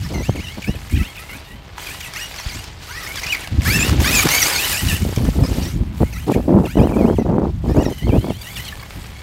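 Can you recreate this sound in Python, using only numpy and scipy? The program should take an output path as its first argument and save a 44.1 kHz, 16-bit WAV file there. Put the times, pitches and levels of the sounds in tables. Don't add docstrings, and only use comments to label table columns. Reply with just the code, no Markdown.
import sys
import numpy as np
from scipy import signal
from scipy.fft import rfft, irfft, next_fast_len
from scipy.io import wavfile
from scipy.ndimage import uniform_filter1d, minimum_filter1d

SR = 44100
rng = np.random.default_rng(int(sys.argv[2]) if len(sys.argv) > 2 else 0)


def master(y):
    cut = np.clip(np.atleast_2d(y).T, -1, 1)
    pcm = np.round(cut * 32767)
    wavfile.write(sys.argv[1], SR, pcm.astype(np.int16))


N = 406602
TIME = np.arange(N) / SR
STEPS = TIME[::40]
TOP_HZ = 15750


def undb(db):
    return 10 ** (np.asarray(db) / 20)


def unit(x):
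    return x / np.sqrt(np.mean(x ** 2))


def fine_time(control):
    return np.interp(TIME, STEPS, control)


def curves(table):
    s, *columns = np.transpose(table)
    return [np.interp(TIME, s, column) for column in columns]


def ramp(start, length):
    u = np.clip((STEPS - start) / max(length, .002), 0, 1)
    return u * u * (3 - 2 * u)


def held(start, end, attack_s, release_s):
    return ramp(start - attack_s / 2, attack_s) * np.exp(-np.maximum(STEPS - end, 0) / release_s)


def spans(table, edge_s):
    total = 0
    for start, end, value in table:
        total = total + value * (ramp(start - edge_s / 2, edge_s) - ramp(end - edge_s / 2, edge_s))
    return fine_time(total)


def response(points, hz):
    f, db = np.transpose(points)
    return undb(np.interp(np.log(hz + 1), np.log(f), db))


def colour(x, points):
    hz = np.arange(N // 2 + 1) * SR / N
    low_end = np.minimum(hz / points[0][0], 1) ** 2
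    high_end = np.maximum(hz / points[-1][0], 1) ** 3
    return unit(irfft(rfft(x) * response(points, hz) * low_end / high_end, N))


def walk(rate):
    size = next_fast_len(N // 10 + 2)
    hz = np.arange(size // 2 + 1) * SR / 10 / size
    slow = irfft(rfft(rng.standard_normal(size)) * np.exp(-(hz / rate) ** 2 * 2), size)
    return unit(np.interp(np.arange(N) / 10, np.arange(size), slow))


def grains(rate, spread_db):
    hit = rng.random(N) < rate / SR
    size_db = spread_db * np.minimum(rng.exponential(size=N), 4)
    return unit(hit * rng.standard_normal(N) * undb(size_db))


def ring(x, hz, width):
    return signal.lfilter(*signal.iirpeak(min(hz, .45 * SR), hz / width, fs=SR), x)


# t/s, length/s, first mesh f/Hz, last mesh f/Hz, whine level/dB, upper partials relative level/dB
STABS = [(0.889, 0.076, 1960, 2457, -30, -18), (1.792, 0.065, 1500, 2493, -47, 7),
         (2.136, 0.093, 1203, 2882, -28.5, -3), (2.872, 0.13, 1147, 1998, -36.5, -4),
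         (3.261, 0.054, 2437, 2949, -28.5, -13), (3.644, 0.12, 1299, 2716, -18.5, -5.5),
         (4.035, 0.068, 1350, 1970, -15.5, -1), (4.105, 0.04, 1998, 2630, -20, -6),
         (4.284, 0.094, 1950, 2312, -13, -1), (4.572, 0.085, 2226, 2980, -19.5, -6.5),
         (4.76, 0.044, 2425, 2970, -22, -2), (5.987, 0.11, 1616, 2257, -43, -20),
         (7.675, 0.069, 1630, 1888, -44, -5), (7.743, 0.088, 1957, 2955, -40, -4),
         (8.608, 0.078, 3150, 3304, -35.5, -16)]
BITES = [(0.054, 0.048, 0.042, 1780, 2270, -38, 0), (0.152, 0.021, 0.028, 2072, 2130, -34.5, -6),
         (0.201, 0.038, 0.11, 2000, 3194, -37.5, -4), (0.385, 0.021, 0.054, 2120, 3110, -38, -6),
         (0.469, 0.032, 0.061, 2720, 3310, -36, -12), (0.646, 0.0073, 0.07, 2280, 2920, -32.5, -9),
         (1.001, 0.04, 0.09, 1930, 3256, -30.5, -15), (1.196, 0.023, 0.04, 1880, 2020, -35.5, -26),
         (1.305, 0.015, 0.064, 2030, 2485, -32, -21), (1.509, 0.067, 0.062, 2884, 3075, -43, -23),
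         (1.886, 0.025, 0.056, 2330, 2854, -31.5, -10), (2.066, 0.042, 0.0077, 1980, 1966, -30, -10),
         (2.35, 0.061, 0.02, 2200, 2180, -53, -10), (2.409, 0.03, 0.053, 1850, 2400, -37, 5.5),
         (2.52, 0.03, 0.068, 2000, 2830, -34.5, 3), (3.06, 0.038, 0.016, 1750, 2163, -31.5, -1),
         (3.09, 0.022, 0.06, 2160, 2323, -28, -22), (3.452, 0.044, 0.015, 1650, 1590, -38.5, -23),
         (3.805, 0.034, 0.055, 2460, 2796, -19.5, -10), (4.189, 0.051, 0.017, 2350, 2292, -17.5, -4.5),
         (4.428, 0.029, 0.06, 1980, 2508, -13.5, 2.5), (4.545, 0.025, 0.042, 2170, 2270, -24.5, 7.5),
         (4.733, 0.015, 0.031, 2470, 2498, -17.5, -4), (4.927, 0.049, 0.032, 2580, 2744, -19.5, -7),
         (5.4, 0.05, 0.02, 1920, 1900, -47, -15), (5.452, 0.03, 0.082, 1700, 2890, -37.5, 1),
         (5.645, 0.042, 0.078, 1850, 2237, -37, 1.5), (6.16, 0.033, 0.06, 1900, 2985, -32, -7),
         (6.35, 0.04, 0.026, 2150, 2500, -34, -9), (6.675, 0.02, 0.08, 1997, 2950, -34, -7),
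         (6.801, 0.031, 0.056, 2403, 3096, -34, -8), (6.894, 0.032, 0.017, 2380, 2564, -38, -18),
         (6.945, 0.018, 0.042, 2290, 2626, -40, -19), (7.034, 0.06, 0.068, 2134, 3236, -42, -10.5),
         (7.19, 0.041, 0.041, 2040, 1910, -45, -5.5), (7.858, 0.042, 0.016, 1950, 1844, -36.5, -8),
         (7.904, 0.014, 0.061, 3050, 3055, -38.5, -8), (8.012, 0.036, 0.045, 2930, 3270, -37.5, -13),
         (8.114, 0.044, 0.14, 2330, 3365, -38.5, -20), (8.31, 0.018, 0.092, 2720, 3466, -43, -11),
         (8.449, 0.038, 0.1, 2790, 3580, -33, -9), (8.59, 0.035, 0.03, 2960, 3166, -31, -10),
         (9.18, 0.03, 0.04, 3290, 3420, -46, -14)]
SWELL_SHARE, RELEASE_S = 0.27, 0.028
UNLOAD_DB = -6
FREE_RISE_HZ, FREE_RISE_S = 244.3, .07
GRIP_S = .016
COAST_DB = -20.5


def motor(wind_up=1.5, grip_share=0.93):
    mesh_hz, load, upper = np.full(len(STEPS), 2900.), 0 * STEPS, 0 * STEPS
    for row in sorted(STABS + BITES):
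        if row in STABS:
            s, length, first_hz, last_hz, db, upper_db = row
            to_go = (1 - np.clip((STEPS - s) / length, 0, 1)) ** wind_up
            stab_hz = last_hz + (first_hz - last_hz) * to_go
            mesh_hz = mesh_hz + (stab_hz - mesh_hz) * (STEPS >= s)
            dying = np.exp(-np.maximum(STEPS - s - length, 0) / RELEASE_S)
            effort = ramp(s, SWELL_SHARE * length) * dying
        else:
            s, drag, pull, slow_hz, regained_hz, db, upper_db = row
            slowing_hz = (slow_hz - mesh_hz) * ramp(s - drag, drag)
            mesh_hz = mesh_hz + slowing_hz + (regained_hz - slow_hz) * ramp(s, pull)
            mesh_hz = mesh_hz + FREE_RISE_HZ * ramp(s + pull, FREE_RISE_S) * (regained_hz > slow_hz)
            grip = held(s - grip_share * drag, s + pull, GRIP_S, RELEASE_S)
            effort = grip * undb(UNLOAD_DB * ramp(s, pull) ** 2)
        load = np.maximum(load, undb(db) * effort)
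        upper = np.maximum(upper, undb(db + upper_db) * effort)
    mesh_hz, load, upper = (fine_time(control) for control in hops(mesh_hz, load, upper))
    coasting = undb(curves(PASS)[0] + lifts() + COAST_DB)
    return mesh_hz, np.maximum(load, coasting), upper


# t/s, length/s, first mesh f/Hz, last mesh f/Hz, whine level/dB, upper partials relative level/dB
HOPS = [(0.356, 0.016, 3380, 2296, -37, -17), (0.62, 0.0085, 3115, 2200, -35, -12),
        (0.754, 0.0066, 2800, 2450, -35.5, -12), (0.964, 0.02, 2970, 2037, -32.5, -16),
        (1.154, 0.016, 2840, 2130, -35.5, -18), (2.005, 0.0089, 3013, 2200, -28, -4),
        (3.163, 0.015, 2027, 1572, -30, 4), (3.18, 0.011, 1593, 1556, -27, 0),
        (3.195, 0.0041, 1920, 1717, -26.5, 6.5), (3.214, 0.005, 2234, 2052, -29.5, -6),
        (3.232, 0.0079, 2160, 1940, -30, -2), (3.242, 0.0089, 2477, 1952, -28, -12),
        (3.264, 0.006, 2892, 2438, -25, -6), (3.323, 0.0165, 2550, 2183, -21, -13),
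        (3.348, 0.00505, 2417, 1963, -21, -8), (3.367, 0.00603, 2291, 2215, -30, -18),
        (4.21, 0.024, 2318, 1772, -15, -1.5), (4.723, 0.0077, 3010, 2485, -21, -7),
        (4.959, 0.0073, 2944, 2715, -21, -5), (5.59, 0.0095, 3050, 2510, -32.5, -3),
        (6.131, 0.008, 2700, 2050, -35, -3), (6.317, 0.00657, 2990, 2300, -27, -17),
        (6.34, 0.0078, 2900, 2110, -27, -12), (8.3, 0.012, 3345, 2705, -36, -16),
        (8.426, 0.016, 3330, 2820, -33.5, -13), (8.572, 0.016, 2860, 2650, -25.5, -11),
        (8.596, 0.012, 3064, 2850, -27, -17), (8.647, 0.01, 3220, 3100, -30, -12),
        (8.68, 0.009, 3230, 2934, -26.5, -12), (8.725, 0.0086, 1795, 1726, -36, -11),
        (8.795, 0.0067, 1706, 1690, -38, 0), (8.826, 0.0084, 1684, 1630, -37, -12)]
HOP_ATTACK_S, HOP_RELEASE_S, HOP_RECOVER_S = 0.00298, .003, .008


def hops(mesh_hz, load, upper):
    for s, length, first_hz, last_hz, db, upper_db in HOPS:
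        snatched_hz = np.interp(STEPS, [s, s + length], [first_hz, last_hz])
        snatch = held(s - HOP_ATTACK_S, s + length + HOP_RELEASE_S, HOP_ATTACK_S, HOP_RECOVER_S)
        mesh_hz = mesh_hz + (snatched_hz - mesh_hz) * snatch
        effort = held(s, s + length, HOP_ATTACK_S, HOP_RELEASE_S)
        load = np.maximum(load, undb(db) * effort)
        upper = np.maximum(upper, undb(db + upper_db) * effort)
    return mesh_hz, load, upper


# multiple of the mesh rate, level/dB, roughness 0-1
GEARS = [(2 / 3, -9.5, 0.54), (3 / 3, 0, 0.46), (4 / 3, -12, 1)]
# multiple of the mesh rate, level/dB, roughness 0-1
OVERTONES = [(5 / 3, -12, 0.59), (6 / 3, 0, 0.77), (7 / 3, -7.5, 0.75), (8 / 3, -8, 0.64),
             (26 / 9, -1.4, 0.7), (9 / 3, -1.5, 0.7), (35 / 9, -5, 0.65)]
# multiple of the mesh rate, level/dB, roughness 0-1
SIDE_GEARS = [(2 / 3, 0, 0.83), (17 / 18, -3.2, 1), (19 / 18, -1.5, 1), (4 / 3, 0, 0.61)]
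# start t/s, end t/s, looseness 0-1
RATTLES = [(0.0, 0.14, 1), (0.34, 0.76, 0), (0.89, 1.09, 0.71), (1.16, 1.6, 0.49), (1.79, 2.29, 0.44),
           (2.33, 2.62, 0.78), (3.02, 3.22, 0.6), (3.64, 3.9, 0.3), (4.02, 4.13, 0.72), (4.21, 4.58, 0.98),
           (4.61, 5.02, 0.83), (5.4, 6.4, 0.76), (6.66, 6.92, 0.58), (7.72, 8.4, 0.25), (8.42, 8.72, 0.75)]
WOBBLE, CHATTER = .007, .011


def gearbox(mesh_hz, load, upper, throb_db=2.0, whine_db=1, upper_db=-0.5, side_share=0.04,
            side_gain=0.8, runout=0.043, stutter_db=3):
    loose = np.clip(spans(RATTLES, 0.011), 0, 1)
    shake = WOBBLE * (1 + loose) * walk(108.1) + CHATTER * walk(604)
    mesh_hz = uniform_filter1d(mesh_hz, size=130) * (1 + shake)
    side = side_share + side_gain * loose
    teeth = (partials(GEARS, mesh_hz) + side * partials(SIDE_GEARS, mesh_hz)) / np.hypot(1, side)
    whine = load * teeth + upper * undb(upper_db) * partials(OVERTONES, mesh_hz)
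    turn = 2 * np.pi * np.cumsum(mesh_hz) / SR / 6
    snarl = 1 + runout * walk(35) * np.sin(turn)
    surge_db = whine_db + throb_db * walk(113) + stutter_db * loose * (walk(116) - 3.0)
    return whine * snarl * undb(surge_db)


# f/Hz, level/dB
SHELL = [(500, 9), (1000, 9.5), (1320, 12.5), (1750, 12), (1950, 13), (2250, 20.5), (2600, 14.5),
         (3050, 14.5), (3500, 8.5), (3950, 11.5), (4550, 17), (5200, 11), (5700, 13.5), (6400, 13.5),
         (7150, 6), (8500, 1), (15000, 9)]
FADE_RATE = 24


def partials(table, mesh_hz, fade_db=4.5, rattle_rate=200):
    phase = 2 * np.pi * np.cumsum(mesh_hz) / SR
    out, power = 0, 0
    for multiple, db, rough in table:
        rough = np.clip(rough, 0, .75)
        size = undb(db + fade_db * walk(FADE_RATE)) * response(SHELL, multiple * mesh_hz)
        steady = np.sqrt(2 * (1 - rough ** 2))
        in_step = (steady + rough * walk(rattle_rate)) * np.sin(multiple * phase)
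        out_of_step = rough * walk(rattle_rate) * np.cos(multiple * phase)
        out = out + size * (in_step + out_of_step)
        power = power + size ** 2
    return out / np.sqrt(power)


# start t/s, end t/s, level/dB
SQUEALS = [(0.037, 0.051, -40), (3.039, 3.065, -38), (3.793, 3.827, -22), (4.144, 4.207, -20.5),
           (4.415, 4.434, -19.5), (4.73, 4.764, -30), (5.437, 5.466, -35), (5.632, 5.677, -39),
           (6.135, 6.178, -42), (7.831, 7.884, -41)]
# multiple of the mesh rate, level/dB, roughness 0-1
PINION = [(26 / 9, 0, 0.83)]


def squeals(mesh_hz, squeal_db=0, waver=0.014, rise_s=0.006, fall_s=0.0049):
    efforts = [undb(db + squeal_db) * held(start, end, rise_s, fall_s) for start, end, db in SQUEALS]
    shriek = unit(partials(PINION, mesh_hz * (1 + waver * walk(316))))
    return shriek * fine_time(np.max(efforts, axis=0))


# t/s, scrabble level/dB, fine spray relative level/dB, low crunch relative level/dB
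PASS = [(0.0, -42.5, -12, -10), (1.0, -47, -8, 3), (1.8, -42, -2, -0.5), (2.5, -35.5, -14, -8),
        (2.9, -39.5, -8, -4), (3.4, -37.5, -6, 0), (3.75, -28, -2.5, -6), (4.4, -24, 0, -1.5),
        (4.7, -27, 2.5, -6), (5.15, -40, -3.5, -3), (5.65, -43, -1, -4.5), (6.2, -51, 2, 6.5),
        (7.1, -49.5, -4, -17), (8.1, -48, -5, -7), (8.7, -46, 2.5, 4.5), (9.22, -44, -9, 3)]
# start t/s, end t/s, scrabble change level/dB
SKIDS = [(0.904, 1.081, 5), (2.326, 2.663, -3), (3.236, 3.362, 6), (4.304, 4.51, -2), (5.429, 5.72, 3.5),
         (6.271, 6.369, 8), (8.541, 8.722, 4.5)]
# f/Hz, level/dB per Hz
GRAVEL = [(710, 6), (1200, 6.5), (1520, 8.5), (1820, 9.5), (2240, 8.5), (3120, 9.5), (4170, 7.5),
          (4550, 7.5), (4910, 6), (5830, 2.5), (10500, -4), (13000, -1), (15700, -7)]
# f/Hz, level/dB per Hz
CRUNCH = [(120, -25), (300, 9), (600, 6), (1000, 6.5), (1500, 2), (2200, 5), (4000, -1.5)]


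def tyres(load, scrabble_db=1, spray_db=0, patchy_db=1.0, ruts_db=1.0, judder_db=2, dust=1.45,
          split_hz=8000, fling_db=-12, crunch_lift=0.32):
    level_db, fine_db, crunch_db = curves(PASS)
    lift_db = lifts()
    judder = spans([(start, end, judder_db) for start, end, _ in SKIDS], 0.031) * walk(100)
    skid_db = spans(SKIDS, .02) + judder
    bite = undb(patchy_db * walk(170) + ruts_db * walk(7.7))
    grit = clumps(colour(grains(4500, 0.7) + dust * rng.standard_normal(N), GRAVEL))
    coarse = unit(signal.sosfilt(signal.butter(4, split_hz, "low", fs=SR, output="sos"), grit))
    fine = unit(signal.sosfilt(signal.butter(4, split_hz, "high", fs=SR, output="sos"), grit))
    scrabble = coarse * undb(level_db + lift_db + skid_db + scrabble_db)
    rolling_spray = undb(level_db + 2.1 * lift_db + fine_db + spray_db)
    spray = fine * np.hypot(rolling_spray, load * undb(fling_db))
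    crunch = colour(grains(1500, 2.8), CRUNCH) * undb(level_db + crunch_lift * lift_db + crunch_db)
    return bite * (scrabble + spray + crunch)


# start t/s, end t/s, scrabble change level/dB
LIFTS = [(0.741, 0.894, 3), (1.369, 1.775, -9.5), (2.075, 2.122, -9), (2.642, 2.812, -9),
         (3.447, 3.622, -10), (3.884, 4.0, -11), (4.49, 4.683, -3.5), (4.224, 4.305, -3),
         (5.73, 5.956, -7.5), (6.367, 6.623, -1), (7.176, 7.647, -5.5), (8.722, 8.917, -3)]
LIFT_FADE_S, LIFT_BACK_S = 0.053, 0.067


def lifts():
    change_db = 0
    for start, end, db in LIFTS:
        fade = 1 - np.exp(-np.maximum(STEPS - start, 0) / LIFT_FADE_S)
        change_db = change_db + db * fade * (1 - ramp(end - LIFT_BACK_S / 2, LIFT_BACK_S))
    return fine_time(change_db)


CLUMP_DB, CLUMP_RATE = 2.6, 110


def clumps(x, count=10):
    hz = np.arange(N // 2 + 1) * SR / N
    place = np.interp(hz, [2000, TOP_HZ], [0, count - 1])
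    spectrum, out = rfft(x), 0
    for k in range(count):
        band = irfft(spectrum * np.maximum(1 - np.abs(place - k), 0), N)
        out = out + band * undb(CLUMP_DB * walk(CLUMP_RATE))
    return unit(out)


# t/s, peak level/dB, low knock relative level/dB
KNOCKS = [(0.2523, -33, -15), (0.644, -39, -17), (0.8977, -24, -8), (1.781, -14.5, 21), (1.946, -18.5, -3),
          (2.1365, -15, -16), (2.3413, -19, -11), (2.362, -19, -13), (2.399, -18, -7), (2.616, -39, -11),
          (2.6414, -20, -31), (3.1573, -12.5, -14), (3.2191, -17, -17), (3.474, -15, 10), (3.619, -16, -26),
          (3.895, -8, -5), (3.928, -15, -6), (4.003, -10, -14), (4.27, -5, -11), (4.2885, -1.5, -16),
          (4.503, -9, -17), (4.53, -26, -23), (5.1618, -13, -17), (5.1835, -16.5, -8), (5.251, -19, 5),
          (6.128, -26, -14), (6.643, -27, -9), (8.952, -33, -8), (8.993, -37, -4)]
# f/Hz, width f/Hz, level/dB
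CHASSIS = [(1130, 780, 12), (1690, 85, 16.5), (2280, 260, 21.5), (3180, 140, 17.5), (4570, 500, 5),
           (5150, 690, 17), (7100, 900, -38.5), (11300, 7600, -4)]


def knocks(knock_db=-2, rattle_s=0.003, low_db=18, size=3000):
    out, age = np.zeros(N + size), np.arange(size) / SR
    for s, peak_db, heavy_db in KNOCKS:
        contacts = rng.standard_normal(size) * np.exp(-age / rattle_s)
        blow = 0
        for hz, width, db in CHASSIS:
            mode_db = db + (heavy_db + low_db) * (hz < 2000)
            blow = blow + undb(mode_db) * ring(contacts, hz, width)
        start = int(s * SR)
        out[start:start + size] += blow / np.abs(blow).max() * undb(peak_db + knock_db)
    return out[:N]


def banks(x, echo_db=-15, decay_s=0.024, size=8000):
    age = np.arange(size) / SR
    dull = signal.lfilter(*signal.butter(1, 5000, fs=SR), rng.standard_normal(size))
    scatter = dull * np.exp(-age / decay_s) * (age > .004)
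    echo = signal.fftconvolve(x, scatter / np.linalg.norm(scatter))[:N]
    return x + undb(echo_db) * echo


GUSTS = [(0.095, 0.226, -26, -27), (0.288, 0.295, -11, -19), (0.347, 0.407, -26.5, -32),
         (0.568, 0.598, -50, -29), (0.675, 0.707, -15.5, -28.5), (0.747, 0.753, -23.5, -27.5),
         (0.922, 1.004, -17.5, -44), (1.307, 1.373, -28.5, -46.5), (1.5, 1.541, -31.5, -44),
         (2.453, 2.48, -27, -61), (2.541, 2.572, -27.5, -61), (3.515, 3.606, -13, -44),
         (3.674, 3.951, -15.5, -28.5), (3.97, 4.028, -8, -23), (4.042, 4.194, -21, -29.5),
         (4.243, 4.275, -23, -21.5), (4.821, 4.878, -15, -38), (4.893, 4.969, -19.5, -38),
         (4.99, 5.025, -12, -37), (5.051, 5.13, -18.5, -28.5), (5.169, 5.295, -10.5, -29),
         (5.342, 5.459, -15, -22.5), (5.478, 5.696, -18, -28.5), (5.73, 5.839, -14.5, -38),
         (6.002, 6.036, -16.5, -14.5), (6.268, 6.326, -35, -16), (6.347, 6.414, -22.5, -21),
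         (6.419, 6.474, -34, -33.5), (6.477, 6.547, -29, -14.5), (6.544, 6.593, -7, -13),
         (6.586, 6.676, -20, -21), (6.77, 6.86, -9, -13), (6.872, 6.952, -31, -22.5),
         (6.955, 7.148, -19, -16.5), (7.183, 7.227, -25, -16.5), (7.249, 7.393, -23, -16),
         (7.393, 7.504, -16, -22), (7.637, 7.729, -19, -22), (7.746, 7.829, -16, -15),
         (7.834, 7.928, -20, -24), (8.02, 8.044, -13, -33.5), (8.067, 8.111, -12, -23),
         (8.121, 8.188, -17.5, -17), (8.187, 8.218, -11, -39), (8.229, 8.324, -35, -26.5),
         (8.958, 8.968, -20, -46)]
# f/Hz, level/dB per Hz
EDDIES = [(110, -6.5), (200, 2), (320, -1), (500, -6.5), (800, -15.5), (1200, -32), (1800, -38),
          (3000, -49.5)]
# f/Hz, level/dB per Hz
FRONTS = [(200, 11.5), (450, -4.5), (900, 0.5), (1400, -14.5), (2000, -39), (3200, -52)]
GUST_EDGE_S = .005
GUST_ARCH_DB = 3


def gusts(gust_db=1, flutter_db=3.5, front_db=-8, front_rate=130):
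    strength = np.zeros(len(STEPS))
    for start, end, _, db in GUSTS:
        arch = np.sin(np.pi * np.clip((STEPS - start) / (end - start), 0, 1)) - 2 / np.pi
        inside = np.minimum(STEPS - start, end - STEPS)
        strength += undb(db + GUST_ARCH_DB * arch) * np.clip(inside / GUST_EDGE_S + .5, 0, 1)
    sputter = colour(rng.standard_normal(N) * undb(flutter_db * walk(157)), EDDIES)
    fronts = colour(grains(front_rate, 0.14), FRONTS)
    return fine_time(strength) * (undb(gust_db) * sputter + undb(front_db) * fronts)


# f/Hz, level/dB per Hz
BUFFET = [(25, -38), (45, 3), (70, 6), (140, -1), (220, -6), (330, -12), (500, -38.5), (900, -86)]
# t/s, buffet level/dB
BREEZE = [(0.0, -20.5), (0.64, -38), (0.92, -33.5), (1.1, -44), (3.54, -38), (3.67, -19), (3.85, -25),
          (4.65, -35), (5.19, -28.5), (5.85, -23.5), (6.1, -27), (7.55, -25), (7.96, -36), (8.45, -34),
          (9.22, -38)]


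def buffet(buffet_db=-2, breeze_db=0, breeze_hz=200, gusty_db=5.0, puffs_db=2.0, rise_s=0.022, fall_s=0.024):
    low_pass = signal.butter(2, breeze_hz, fs=SR, output="sos")
    breeze = unit(signal.sosfilt(low_pass, colour(rng.standard_normal(N), BUFFET)))
    breeze_level_db = curves(BREEZE)[0] + breeze_db + puffs_db * walk(29.5)
    gust = unit(colour(rng.standard_normal(N), BUFFET) * undb(gusty_db * walk(45)))
    strengths = [undb(db + buffet_db) * held(start, end, rise_s, fall_s) for start, end, db, _ in GUSTS]
    return breeze * undb(breeze_level_db) + gust * fine_time(np.max(strengths, axis=0))


# t/s, peak level/dB, pitch f/Hz
THUMPS = [(0.206, -10.5, 264), (0.293, -3, 390), (0.36, -17, 260), (0.693, -3.5, 156), (2.463, -10.5, 45),
          (3.519, -26, 256.4), (4.257, -3.5, 224.6), (4.863, -4.5, 55), (5.05, -6.5, 253.5),
          (5.125, -12, 300), (5.174, -4.5, 220), (5.288, -6.5, 269), (5.382, -19, 223.7),
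          (5.583, -5.5, 223), (6.013, -1.5, 214.4), (6.027, -18, 352), (6.294, -9, 529), (6.362, 5, 234),
          (6.386, -27, 540), (6.48, -3, 235), (6.56, 10, 215.5), (6.572, -1, 321.5), (6.755, -4.5, 256),
          (6.774, -19, 245), (6.82, -11, 251.3), (6.835, -9, 246), (6.87, -4.5, 446), (6.92, -6, 450),
          (6.967, -2.5, 426), (7.098, 0, 467), (7.185, 1, 264), (7.211, -8, 225), (7.295, -10, 362),
          (7.381, 0.5, 402), (7.417, -8, 417), (7.64, -15, 300), (7.695, -4.5, 220), (7.782, 3, 223),
          (7.81, -10, 309), (7.863, 0, 254.7), (8.131, -1, 223), (8.243, -9, 400), (8.304, -2, 303)]


def thumps(thump_db=-4):
    out = np.zeros(N)
    for s, peak_db, hz in THUMPS:
        swing = 2 * np.pi * hz * (TIME - s - .002)
        near = np.abs(swing) < 20
        out[near] += undb(peak_db + thump_db) * 2 * swing[near] / (1 + swing[near] ** 2 / 2) ** 2
    return out


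# f/Hz, level/dB per Hz
OUTDOORS = [(18, -45), (30, -1.5), (75, -4.5), (250, -22), (578, -25.5), (834, -24.5), (3250, -38.5),
            (10300, -123), (12700, -45), (15700, -62)]
OUTDOORS_DB = -40


def outdoors():
    return colour(rng.standard_normal(N), OUTDOORS) * undb(OUTDOORS_DB + 0.26 * walk(3.5))


def scene():
    mesh_hz, load, upper = motor()
    buggy = gearbox(mesh_hz, load, upper) + tyres(load) + knocks() + squeals(mesh_hz)
    wind = buffet() + gusts() + thumps()
    mono = banks(buggy) + wind + outdoors()
    return np.array([mono, mono])


def record(dry):
    dry = signal.sosfilt(signal.butter(3, 36, "high", fs=SR, output="sos"), dry)
    headroom = 1 / np.maximum(np.abs(dry).max(axis=0), 1)
    gain = uniform_filter1d(minimum_filter1d(headroom, size=300), size=300)
    return signal.sosfilt(signal.ellip(12, .1, 80, TOP_HZ, fs=SR, output="sos"), dry * gain)


dry = scene()
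out = record(dry)
master(out)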